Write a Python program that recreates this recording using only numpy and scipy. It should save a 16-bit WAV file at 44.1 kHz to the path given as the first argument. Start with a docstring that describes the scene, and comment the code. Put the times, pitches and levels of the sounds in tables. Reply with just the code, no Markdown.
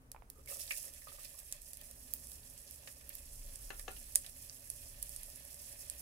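"""Onions into hot oil

Chopped onions slide from a plastic bowl into hot oil in a steel pot, close to a hand-held camera.
They patter, spit in a surge and sizzle steadily (random grains); water drops burst (short resonances).
The bowl is tapped and put down (struck modes); pot air modes and kitchen echoes answer.
Beneath lie a low rumble and a drone (shaped noise) and, later, a faint hum (a wavering sine)."""
import sys
import numpy as np
from scipy import signal
from scipy.fft import rfft, irfft, next_fast_len
from scipy.io import wavfile
from scipy.ndimage import map_coordinates

SR = 44100
rng = np.random.default_rng(int(sys.argv[2]) if len(sys.argv) > 2 else 0)


def wav_record(signal):
    """Record a signal, one row per channel, as 16-bit PCM in the file named by sys.argv[1]."""
    frames = np.transpose(np.atleast_2d(signal))
    bounded = np.clip(frames, -1, 1)
    # unit amplitude maps onto the largest positive 16-bit level
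    quanta = np.round(bounded * 32767).astype(np.int16)
    wavfile.write(sys.argv[1], SR, quanta)


N = 265261
RING = SR // 3  # samples in one short sound with its echoes
HZ = np.fft.rfftfreq(RING, 1 / SR)
TOP_HZ = 15950  # band limit of the camera
STRIKE_LAG_S = 0.001  # from blow to camera


def amp(db):
    """Decibels to gain."""
    return 10 ** (np.asarray(db) / 20)


def unit(x):
    """x at rms 1."""
    return x / np.sqrt(np.mean(x ** 2) + 1e-20)


def along(points, hz):
    """(Hz, value) points read on a log frequency axis."""
    point_hz, value = np.transpose(points)
    return np.interp(np.log(hz + 1), np.log(point_hz + 1), value)


def filtered(x, response):
    """x times a response of frequency, zero-padded."""
    n = x.shape[-1]
    padded = next_fast_len(n + SR // 10)
    spectrum = rfft(x, padded) * response(np.fft.rfftfreq(padded, 1 / SR))
    return irfft(spectrum, padded)[..., :n]


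def coloured(x, spectrum):
    """x shaped by a spectrum, at rms 1."""
    return unit(filtered(x, lambda hz: amp(along(spectrum, hz))))


def delay(seconds):
    """Response of a path that takes this long."""
    return np.exp(-2j * np.pi * HZ * seconds)


def resonances(modes, detune=1):
    """Summed causal band-pass response of (Hz, width Hz, dB) modes, pitches times detune."""
    total = 0
    for hz, width_hz, db in modes:
        damping = 1j * HZ * width_hz
        total = total + amp(db) * damping / ((hz * detune) ** 2 - HZ * HZ + damping)
    return total


def struck(response):
    """Spectrum of a ring of peak 1, delayed by STRIKE_LAG_S and band-limited."""
    ring = response * delay(STRIKE_LAG_S) / (1 + (HZ / TOP_HZ) ** 20)
    return ring / np.abs(irfft(ring)).max()


def add(track, start_s, sound):
    """Mix a stereo sound in at start_s."""
    part = track[:, round(start_s * SR):][:, :sound.shape[1]]
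    part += sound[:, :part.shape[1]]


def panned(level_db, left_right_db):
    """Left and right gains, the difference split evenly."""
    return amp(level_db + left_right_db * np.array([[.5], [-.5]]))


def swell(start_s, attack_s, hold_s, fade_s):
    """Gain that rises, holds until hold_s after the start and dies away."""
    t = np.arange(N) / SR - start_s
    return np.clip(t / attack_s, 0, 1) * np.exp(-np.maximum(t - hold_s, 0) / fade_s)


def wobble(knots_per_s):
    """Smooth random curve."""
    knots = rng.standard_normal(int(N * knots_per_s / SR) + 4)
    return map_coordinates(knots, [np.arange(N) * knots_per_s / SR])


def echoes(t60):
    """Response of a fresh diffuse tail of energy 1 per port, decaying 60 dB in t60 seconds."""
    t = np.arange(RING) / SR
    tail = rng.standard_normal((2, RING)) * amp(-60 * t / t60) * (t > .0004)
    return rfft(tail / np.linalg.norm(tail, axis=1, keepdims=True))


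# pot air modes, in phase at both ports: pitch_hz, width_hz, level_db
UPRIGHT_MODES = [(562.7, 41.5, 21.5), (2490, 190, -1), (5850, 130, -20), (10500, 1100, -13.5)]
# air modes across the pot, opposite in sign at the ports: pitch_hz, width_hz, level_db
CROSS_MODES = [(1175, 60, -2), (1797, 153, 11), (4780, 190, 2)]
# left port faces away from the pot: freq_hz, left_right_db
LEFT_SHADE = [(400, -2), (1300, -9), (2400, -10), (4400, -3.5), (6500, -4), (8100, -4.5), (11000, -17),
              (15000, -11)]
MODE_SCATTER = 0.014  # relative sd of mode pitch between spots of the heap


def from_pot(ring, wall_db, room_db, wall_t60=0.031, room_t60=0.11):
    """A short sound leaves the pot: direct, off the steel wall, through the air modes, round the kitchen."""
    left_lag_s = 0.000254 + .00005 * rng.standard_normal()  # varies with the spot
    detune = 1 + MODE_SCATTER * rng.standard_normal()
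    upright = resonances(UPRIGHT_MODES, detune)
    across = resonances(CROSS_MODES, detune)
    direct = np.array([delay(left_lag_s) - across, 1 + across])
    near = direct + upright + amp(wall_db) * echoes(wall_t60)
    far = amp(room_db) * echoes(room_t60) * (1 + upright + across)
    shade_db = np.outer([1, 0], along(LEFT_SHADE, HZ))
    # room sound comes from all sides: a tenth of the shading in dB
    return irfft(ring * (near * amp(shade_db) + far * amp(0.1 * shade_db)))


def grains(per_second, spread_db, flurry_db):
    """Impulses at random moments, loudness varying in short flurries: many weak, a few strong."""
    place, size, sign = rng.random((round(per_second * N / SR), 3)).T
    flurries = rng.standard_normal(N * 60 // SR)
    db = spread_db * np.minimum(-np.log(1 - size), 5)
    db = db + flurry_db * np.interp(place, np.linspace(0, 1, len(flurries)), flurries)
    return np.bincount((place * N).astype(int), amp(db) * np.sign(sign - .5), N)


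def crackle(spectrum, pitches_hz, per_second, spread_db, flurry_db, room_db, wall_db, sharpness_q=2):
    """Grains from several spots in the pot, each with its own pitch, path and flurries; rms 1."""
    out = np.zeros((2, N))
    for hz in pitches_hz:
        ring = resonances([(hz, hz / sharpness_q, 0)])
        burst = amp(along(spectrum, HZ)) * ring * delay(STRIKE_LAG_S)
        path = from_pot(burst, wall_db, room_db)
        hits = grains(per_second / len(pitches_hz), spread_db, flurry_db)
        out += signal.oaconvolve(hits[None], path, axes=1)[:, :N]
    return unit(out)


# hand rumble, relative spectrum: freq_hz, level_db
RUMBLE_SPECTRUM = [(8, -49), (21, -13), (27, 3.5), (33, -14), (43, -5), (65, -23.5), (95, -30),
                   (300, -51.5)]
# room drone, relative spectrum: freq_hz, level_db
DRONE_SPECTRUM = [(25, -45), (50, 5.5), (70, 10), (92, -8), (112, 0.5), (150, -6), (200, -12.5), (262, -5),
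                  (320, -18), (430, -13.5), (700, -22), (1200, -26.5), (4000, -43), (16000, -42)]
# drone level, interpolated: time_s, level_db
DRONE_COURSE = [(0.2, -60.5), (0.7, -65.5), (1.65, -66.5), (2.1, -60), (2.7, -62.5), (6.0, -63)]
# hand moves the camera: start_s, hold_s, level_db
HAND_MOVES = [(0.093, 0.073, -58.5), (3.105, 0.98, -56.5), (3.374, 0.33, -57.5), (4.85, 0.46, -58)]
MOVE_ATTACK_S, MOVE_FADE_S = 0.14, 0.13
HOLD_DB, TREMOR_DB = -65.5, -0.5  # rumble of the still hand; gain on its random wobble


def background():
    """The hand rumbles on the camera, more when it moves; the kitchen drones, near mono in the bass."""
    tremor = wobble(6)
    moving = sum(amp(db) * swell(start_s, MOVE_ATTACK_S, hold_s, MOVE_FADE_S)
                 for start_s, hold_s, db in HAND_MOVES)
    hand = np.hypot(amp(HOLD_DB + TREMOR_DB * tremor), moving)
    rumble = coloured(rng.standard_normal(N), RUMBLE_SPECTRUM)
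    apart = [(50, -16.0), (130, -16), (280, -10.5), (600, -4.5), (1200, 5.0)]  # freq_hz, side_mid_db
    side = filtered(rng.standard_normal(N), lambda hz: amp(along(apart, hz)))
    mid = rng.standard_normal(N)
    drone = coloured(mid + np.array([side, -side]), DRONE_SPECTRUM)
    drone_db = np.interp(np.arange(N) / SR, *np.transpose(DRONE_COURSE))
    return hand * rumble + amp(drone_db) * drone


# onion loads sliding onto the pot's bottom: start_s, hold_s, patter_db
ONION_LOADS = [(0.342, 0.036, -65.5), (0.447, 0.15, -64.5), (0.83, 0.032, -65.5), (1.056, 0.11, -68.5)]
LOAD_ATTACK_S, LOAD_FADE_S = 0.026, 0.036
FIRST_PIECE_S, LANDING_S = 0.28, 0.473  # first piece touches the oil; the heap follows
SURGE_ATTACK_S = 0.016  # wet surfaces flash to steam at once
LAST_HOLD_S, LAST_FADE_S = 0.12, 0.41  # last load spits anew
FITS_DB, FLUTTER_DB = 3, 1.5  # gains on random wobble: surges, steady frying


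def frying(oil_db, first_db, surge_db, hold_s, fade_s, last_db, steady_db, growth_db_per_s):
    """Steam strength: surface water boils off in a fitful surge, then frying steadily grows as it heats."""
    t = np.arange(N) / SR
    fits = wobble(22)
    first = amp(first_db) * np.clip((t - FIRST_PIECE_S) / 0.11, 0, 1)
    surge = amp(surge_db + FITS_DB * fits) * swell(LANDING_S, SURGE_ATTACK_S, hold_s, fade_s)
    last_swell = swell(ONION_LOADS[-1][0], LOAD_ATTACK_S, LAST_HOLD_S, LAST_FADE_S)
    last = amp(last_db + FITS_DB * fits) * last_swell
    rising_db = steady_db + growth_db_per_s * (t - LANDING_S)
    steady = amp(rising_db + FLUTTER_DB * fits) * (t > LANDING_S)
    return np.sqrt(amp(oil_db) ** 2 + first ** 2 + surge ** 2 + last ** 2 + steady ** 2)


# fine steam fizz, relative spectrum: freq_hz, level_db
FIZZ_SPECTRUM = [(300, -25), (1500, -45), (4200, -16), (5300, -4.5), (7000, -5.5), (9000, 0), (10500, 2),
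                 (13000, -2.5), (15500, -4.5), (16500, -19)]
# coarser spatter, relative spectrum: freq_hz, level_db
SPATTER_SPECTRUM = [(200, -49), (600, 0.5), (1300, -9), (2400, -1.5), (3800, -0.5), (5500, -5.5),
                    (9000, -23), (16000, -59)]
# fizz strength: oil_db, first_db, surge_db, hold_s, fade_s, last_db, steady_db, growth_db_per_s
FIZZ_STEAM = dict(oil_db=-79, first_db=-67.5, surge_db=-49, hold_s=0.21, fade_s=0.17, last_db=-66, steady_db=-57.5, growth_db_per_s=0.78)
# spatter strength: oil_db, first_db, surge_db, hold_s, fade_s, last_db, steady_db, growth_db_per_s
SPATTER_STEAM = dict(oil_db=-104, first_db=-75.5, surge_db=-60, hold_s=0.18, fade_s=0.25, last_db=-64, steady_db=-71.5, growth_db_per_s=1.49)


def sizzle():
    """Steam escapes in many tiny bursts: fine fizz over coarser spatter, stray ticks on top."""
    fine_hz = np.geomspace(5000, 14500, 8)
    coarse_hz = np.geomspace(900, 5500, 7)
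    fizz = crackle(FIZZ_SPECTRUM, fine_hz, per_second=4200, spread_db=3.5, flurry_db=1.7,
                   room_db=-4, wall_db=1.5)
    spatter = crackle(SPATTER_SPECTRUM, coarse_hz, per_second=2200, spread_db=2.5, flurry_db=3.0,
                      room_db=1, wall_db=5.0)
    # surface bubbles face the camera: broad clicks, drier
    ticks = crackle(FIZZ_SPECTRUM, [5000, 9000, 13000], per_second=190, spread_db=2.6, flurry_db=1.2,
                    room_db=-14, wall_db=-10, sharpness_q=0.7)
    fine = frying(**FIZZ_STEAM) * (fizz + amp(-8.0) * ticks)
    return fine + frying(**SPATTER_STEAM) * spatter


# loudest bursting water drops: start_s, relative level_db, pitch_hz
WATER_POPS = [(0.116, -24, 10500), (0.3, -25, 13000), (0.459, -32, 11000), (0.4818, -35, 11100),
              (0.5086, -30, 11300), (0.5377, -27, 10300), (0.593, -36, 9200), (0.6349, -30, 10300),
              (0.7067, -36, 10500), (0.7205, -24.5, 6300), (0.7834, -33, 9900), (0.817, -38, 10500),
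              (0.8494, -31, 11300), (0.9366, -30.5, 12100), (1.2329, -37, 8200), (1.247, -26, 10500),
              (1.3178, -38, 11100), (1.3522, -34, 11800), (1.4, -30, 13000), (1.4949, -49, 8850),
              (1.5147, -35, 9500), (1.524, -18, 8550), (1.6178, -31, 10500), (1.7326, -25, 9900),
              (1.742, -36, 10500), (1.7708, -27, 11100), (1.8124, -32, 13500), (1.9111, -29.5, 10300),
              (2.1361, -14.5, 15000), (2.2702, -29, 10500), (2.499, -33, 11200), (2.577, -33.5, 8650),
              (2.709, -27.5, 12000), (2.925, -35, 10700), (3.092, -22.5, 12800), (3.1519, -22, 12300),
              (3.5566, -28.5, 9050), (3.7946, -26, 9900), (3.916, -30, 11200), (4.151, -25, 9000),
              (4.156, -3.5, 9270), (4.2624, -31, 9800), (4.295, -31.5, 10700), (4.4957, -31.5, 5700),
              (4.544, -36, 10500), (4.7004, -17.5, 10000), (5.0267, -17, 10260), (5.0929, -25, 10400),
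              (5.162, -23.5, 9500), (5.232, -24.5, 10900), (5.358, -31.5, 9900), (5.4506, -31, 11300),
              (5.5433, -32.5, 8350), (5.8982, -19.5, 9260)]
POP_Q, POP_Q_PER_S = 1.46, 0.99  # snaps ring longer as frying goes on


def pops():
    """A water drop flashes to steam: a dry snap of a few cycles, then pot and, faintly, room."""
    out = np.zeros((2, N))
    for start_s, db, hz in WATER_POPS:
        sharpness_q = POP_Q + POP_Q_PER_S * start_s
        snap = struck(resonances([(hz, hz / sharpness_q, 0)]))
        heard = from_pot(snap, wall_db=-3, room_db=-10.5, wall_t60=0.011, room_t60=0.15)
        add(out, start_s, amp(db + 0.5) * heard)
    return out


# dull taps on the held bowl: start_s, level_db, pitch_hz, sharpness_q, click_db, left_right_db
BOWL_TAPS = [(0.147, -44, 875, 5.2, -22, -8), (0.1627, -45, 940, 2.6, -7, -9),
             (0.1775, -62, 950, 3.5, -12, 1), (0.2221, -49.5, 830, 2.3, -11, -13.5)]
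TAP_CLICK_HZ, TAP_CLICK_WIDTH_HZ = 2360, 440


def taps():
    """The hand damps the bowl: each tap is a few dull cycles and a small click, with a room tail."""
    out = np.zeros((2, N))
    for start_s, db, hz, sharpness_q, click_db, left_right_db in BOWL_TAPS:
        body = resonances([(hz, hz / sharpness_q, 0)]) / (1 + .5j * HZ / hz) ** 2
        click = resonances([(TAP_CLICK_HZ, TAP_CLICK_WIDTH_HZ, 0)]) ** 2
        tap = struck(body + amp(click_db) * click)
        heard = irfft(tap * (1 + amp(-5) * echoes(t60=0.14)))
        add(out, start_s - STRIKE_LAG_S, panned(db, left_right_db) * heard)
    return out


# onion patter, relative spectrum: freq_hz, level_db
PATTER_SPECTRUM = [(120, -13), (400, 7), (560, -12.5), (720, -22), (1250, 4.5), (1700, -33), (6000, -49)]


def tumble():
    """Soft pieces patter onto the bottom as the bowl is tipped, sounding the pot's lowest air mode."""
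    flow = sum(amp(db) * swell(start_s, LOAD_ATTACK_S, hold_s, LOAD_FADE_S)
               for start_s, hold_s, db in ONION_LOADS)
    return flow * crackle(PATTER_SPECTRUM, [560, 580, 1200], per_second=540, spread_db=5.0, flurry_db=1,
                          room_db=-1.5, wall_db=-4)


# wet clumps, big bubbles, small ticks: start_s, level_db, pitch_hz, sharpness_q
WET_PLOPS = [(0.473, -52.5, 2184, 47), (0.6066, -38.5, 5330, 7.9), (0.676, -44, 4100, 5),
             (0.707, -29, 2370, 8.9), (0.877, -60, 1910, 8), (0.972, -56.5, 2550, 9),
             (1.018, -54.5, 1910, 4.3), (1.248, -55, 2450, 14), (1.2504, -44, 4750, 7.2),
             (1.813, -44, 3500, 0.34), (2.315, -45.5, 4000, 1.4), (2.431, -52, 4300, 3),
             (2.675, -52, 4340, 6.1), (2.8733, -34, 2170, 0.64), (3.0103, -46, 3000, 1),
             (3.101, -46.5, 2360, 2), (3.7943, -39.5, 2400, 1), (3.9638, -46, 3000, 5.6),
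             (4.244, -43, 2740, 1.8), (4.262, -41, 3900, 3.3)]


def plops():
    """Wet clumps and big bubbles ring at mostly lower pitches than the pops; dry ticks barely ring."""
    out = np.zeros((2, N))
    for start_s, db, hz, sharpness_q in WET_PLOPS:
        plop = struck(resonances([(hz, hz / sharpness_q, 0)]))
        add(out, start_s, amp(db) * from_pot(plop, wall_db=6, room_db=2.0))
    return out


# wet clumps hit the oil and spit: start_s, hold_s, level_db
CLUMP_SPUTTERS = [(0.486, 0.041, -48.5), (0.54, 0.02, -52), (0.591, 0.037, -48), (0.699, 0.04, -48),
                  (0.76, 0.024, -46), (0.804, 0.0078, -58), (0.875, 0.01, -53), (0.934, 0.013, -62),
                  (1.114, 0.042, -57.5), (1.188, 0.067, -53), (1.373, 0.022, -54.5)]
SPUTTER_ATTACK_S, SPUTTER_FADE_S = 0.0043, 0.02


def sputter():
    """Each wet clump spits a short, dry cluster of crackles, with coarser splatters beneath."""
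    spitting = sum(amp(db) * swell(start_s, SPUTTER_ATTACK_S, hold_s, SPUTTER_FADE_S)
                   for start_s, hold_s, db in CLUMP_SPUTTERS)
    spits = crackle(FIZZ_SPECTRUM, [5500, 8500, 10500, 13000], per_second=800, spread_db=2.6,
                    flurry_db=2.2, room_db=-8, wall_db=-3, sharpness_q=1)
    splatters = crackle(SPATTER_SPECTRUM, [2400, 3600, 5000], per_second=450, spread_db=2,
                        flurry_db=1.5, room_db=-8, wall_db=-2)
    return spitting * (spits + amp(-11.5) * splatters)


# single onion pieces drop into the pot: start_s, level_db, pitch_hz, sharpness_q
ONION_PIECES = [(0.487, -62.5, 545, 1.8), (0.512, -58.5, 554, 1.4), (0.556, -63, 566, 1.3),
                (0.603, -66, 525, 1.3), (0.7075, -53.5, 810, 1.3), (0.841, -59, 1190, 4),
                (0.872, -65.5, 560, 1.8), (1.0705, -46.5, 1205, 15), (1.119, -53, 1260, 9),
                (1.136, -65, 555, 1), (1.184, -52, 1190, 7.8), (1.345, -59, 1140, 13),
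                (1.385, -62, 1130, 9.6)]


def pieces():
    """Soft pieces land one by one: a short plock each, low-passed, coloured by the pot."""
    out = np.zeros((2, N))
    for start_s, db, hz, sharpness_q in ONION_PIECES:
        plock = struck(resonances([(hz, hz / sharpness_q, 0)]) / (1 + 1j * HZ / hz))
        add(out, start_s, amp(db) * from_pot(plock, wall_db=-4, room_db=-4))
    return out


HUM_START_S, HUM_ATTACK_S, HUM_HZ, HUM_DB = 3.03, 0.27, 109.2, -73
HUM_DRIFT, HUM_WAVER_DB = 0.0387, 5  # gains on random wobble: share of pitch, level


def hum():
    """A faint low sine comes in, wavering in pitch and level."""
    pitch_hz = HUM_HZ * (1 + HUM_DRIFT * wobble(15))
    phase = 2 * np.pi * np.cumsum(pitch_hz) / SR
    rise = np.clip((np.arange(N) / SR - HUM_START_S) / HUM_ATTACK_S, 0, 1)
    return amp(HUM_DB + HUM_WAVER_DB * wobble(6.3)) * rise * unit(np.sin(phase))


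# bowl put down: start_s, level_db, brightness_limit_hz, left_right_db, ring_db, first_bounce_s
BOWL_KNOCKS = [(3.7045, -32, 4480, 4, -1, 0.00113), (3.8803, -30, 4940, 3.5, 0, 0.0016)]
# bowl wall modes: pitch_hz, width_hz, level_db
BOWL_MODES = [(398, 48, 6.5), (485, 83, 2.5), (782, 96, 4), (1150, 110, -6), (1310, 110, -3), (1408, 27, 7),
              (1720, 110, 2), (2650, 240, 0.5), (4020, 500, -8), (6400, 1000, 1)]
CLACK_HZ, CLACK_WIDTH_HZ, CLACK_DB = 1000, 1500, -8.5  # broad, dead contact
RIM_SHRINK, RIM_LOSS_DB = 0.712, 2  # per rim bounce: flight time ratio, contact loss


def bowl():
    """The empty bowl is put down in two clacks: rim chatters, walls ring briefly, room answers."""
    out = np.zeros((2, N))
    for start_s, db, limit_hz, left_right_db, ring_db, bounce_s in BOWL_KNOCKS:
        chatter = 0
        for k in range(5):
            contact_s = bounce_s * sum(RIM_SHRINK ** np.arange(k))
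            chatter = chatter + amp(-RIM_LOSS_DB * k) * delay(contact_s)
        clack = resonances([(CLACK_HZ, CLACK_WIDTH_HZ, CLACK_DB)])
        body = amp(ring_db) * resonances(BOWL_MODES) + clack
        knock = struck(body / (1 + 1.4j * HZ / limit_hz - (HZ / limit_hz) ** 2) ** 2)
        room = amp(1.5) * echoes(t60=0.036) + amp(3.5) * echoes(t60=0.19)
        heard = irfft(knock * (chatter + room))
        add(out, start_s - STRIKE_LAG_S, panned(db, left_right_db) * heard)
    return out


def scene():
    """Everything at the two ports."""
    frying_sounds = sizzle() + sputter() + pops() + plops()
    onion_and_bowl = tumble() + pieces() + taps() + bowl()
    return frying_sounds + onion_and_bowl + background() + hum()


def record(dry):
    """Steep low-pass at the camera's band limit."""
    return filtered(dry, lambda hz: 1 / (1 + (hz / TOP_HZ) ** 120))


dry = scene()
out = record(dry)
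wav_record(out)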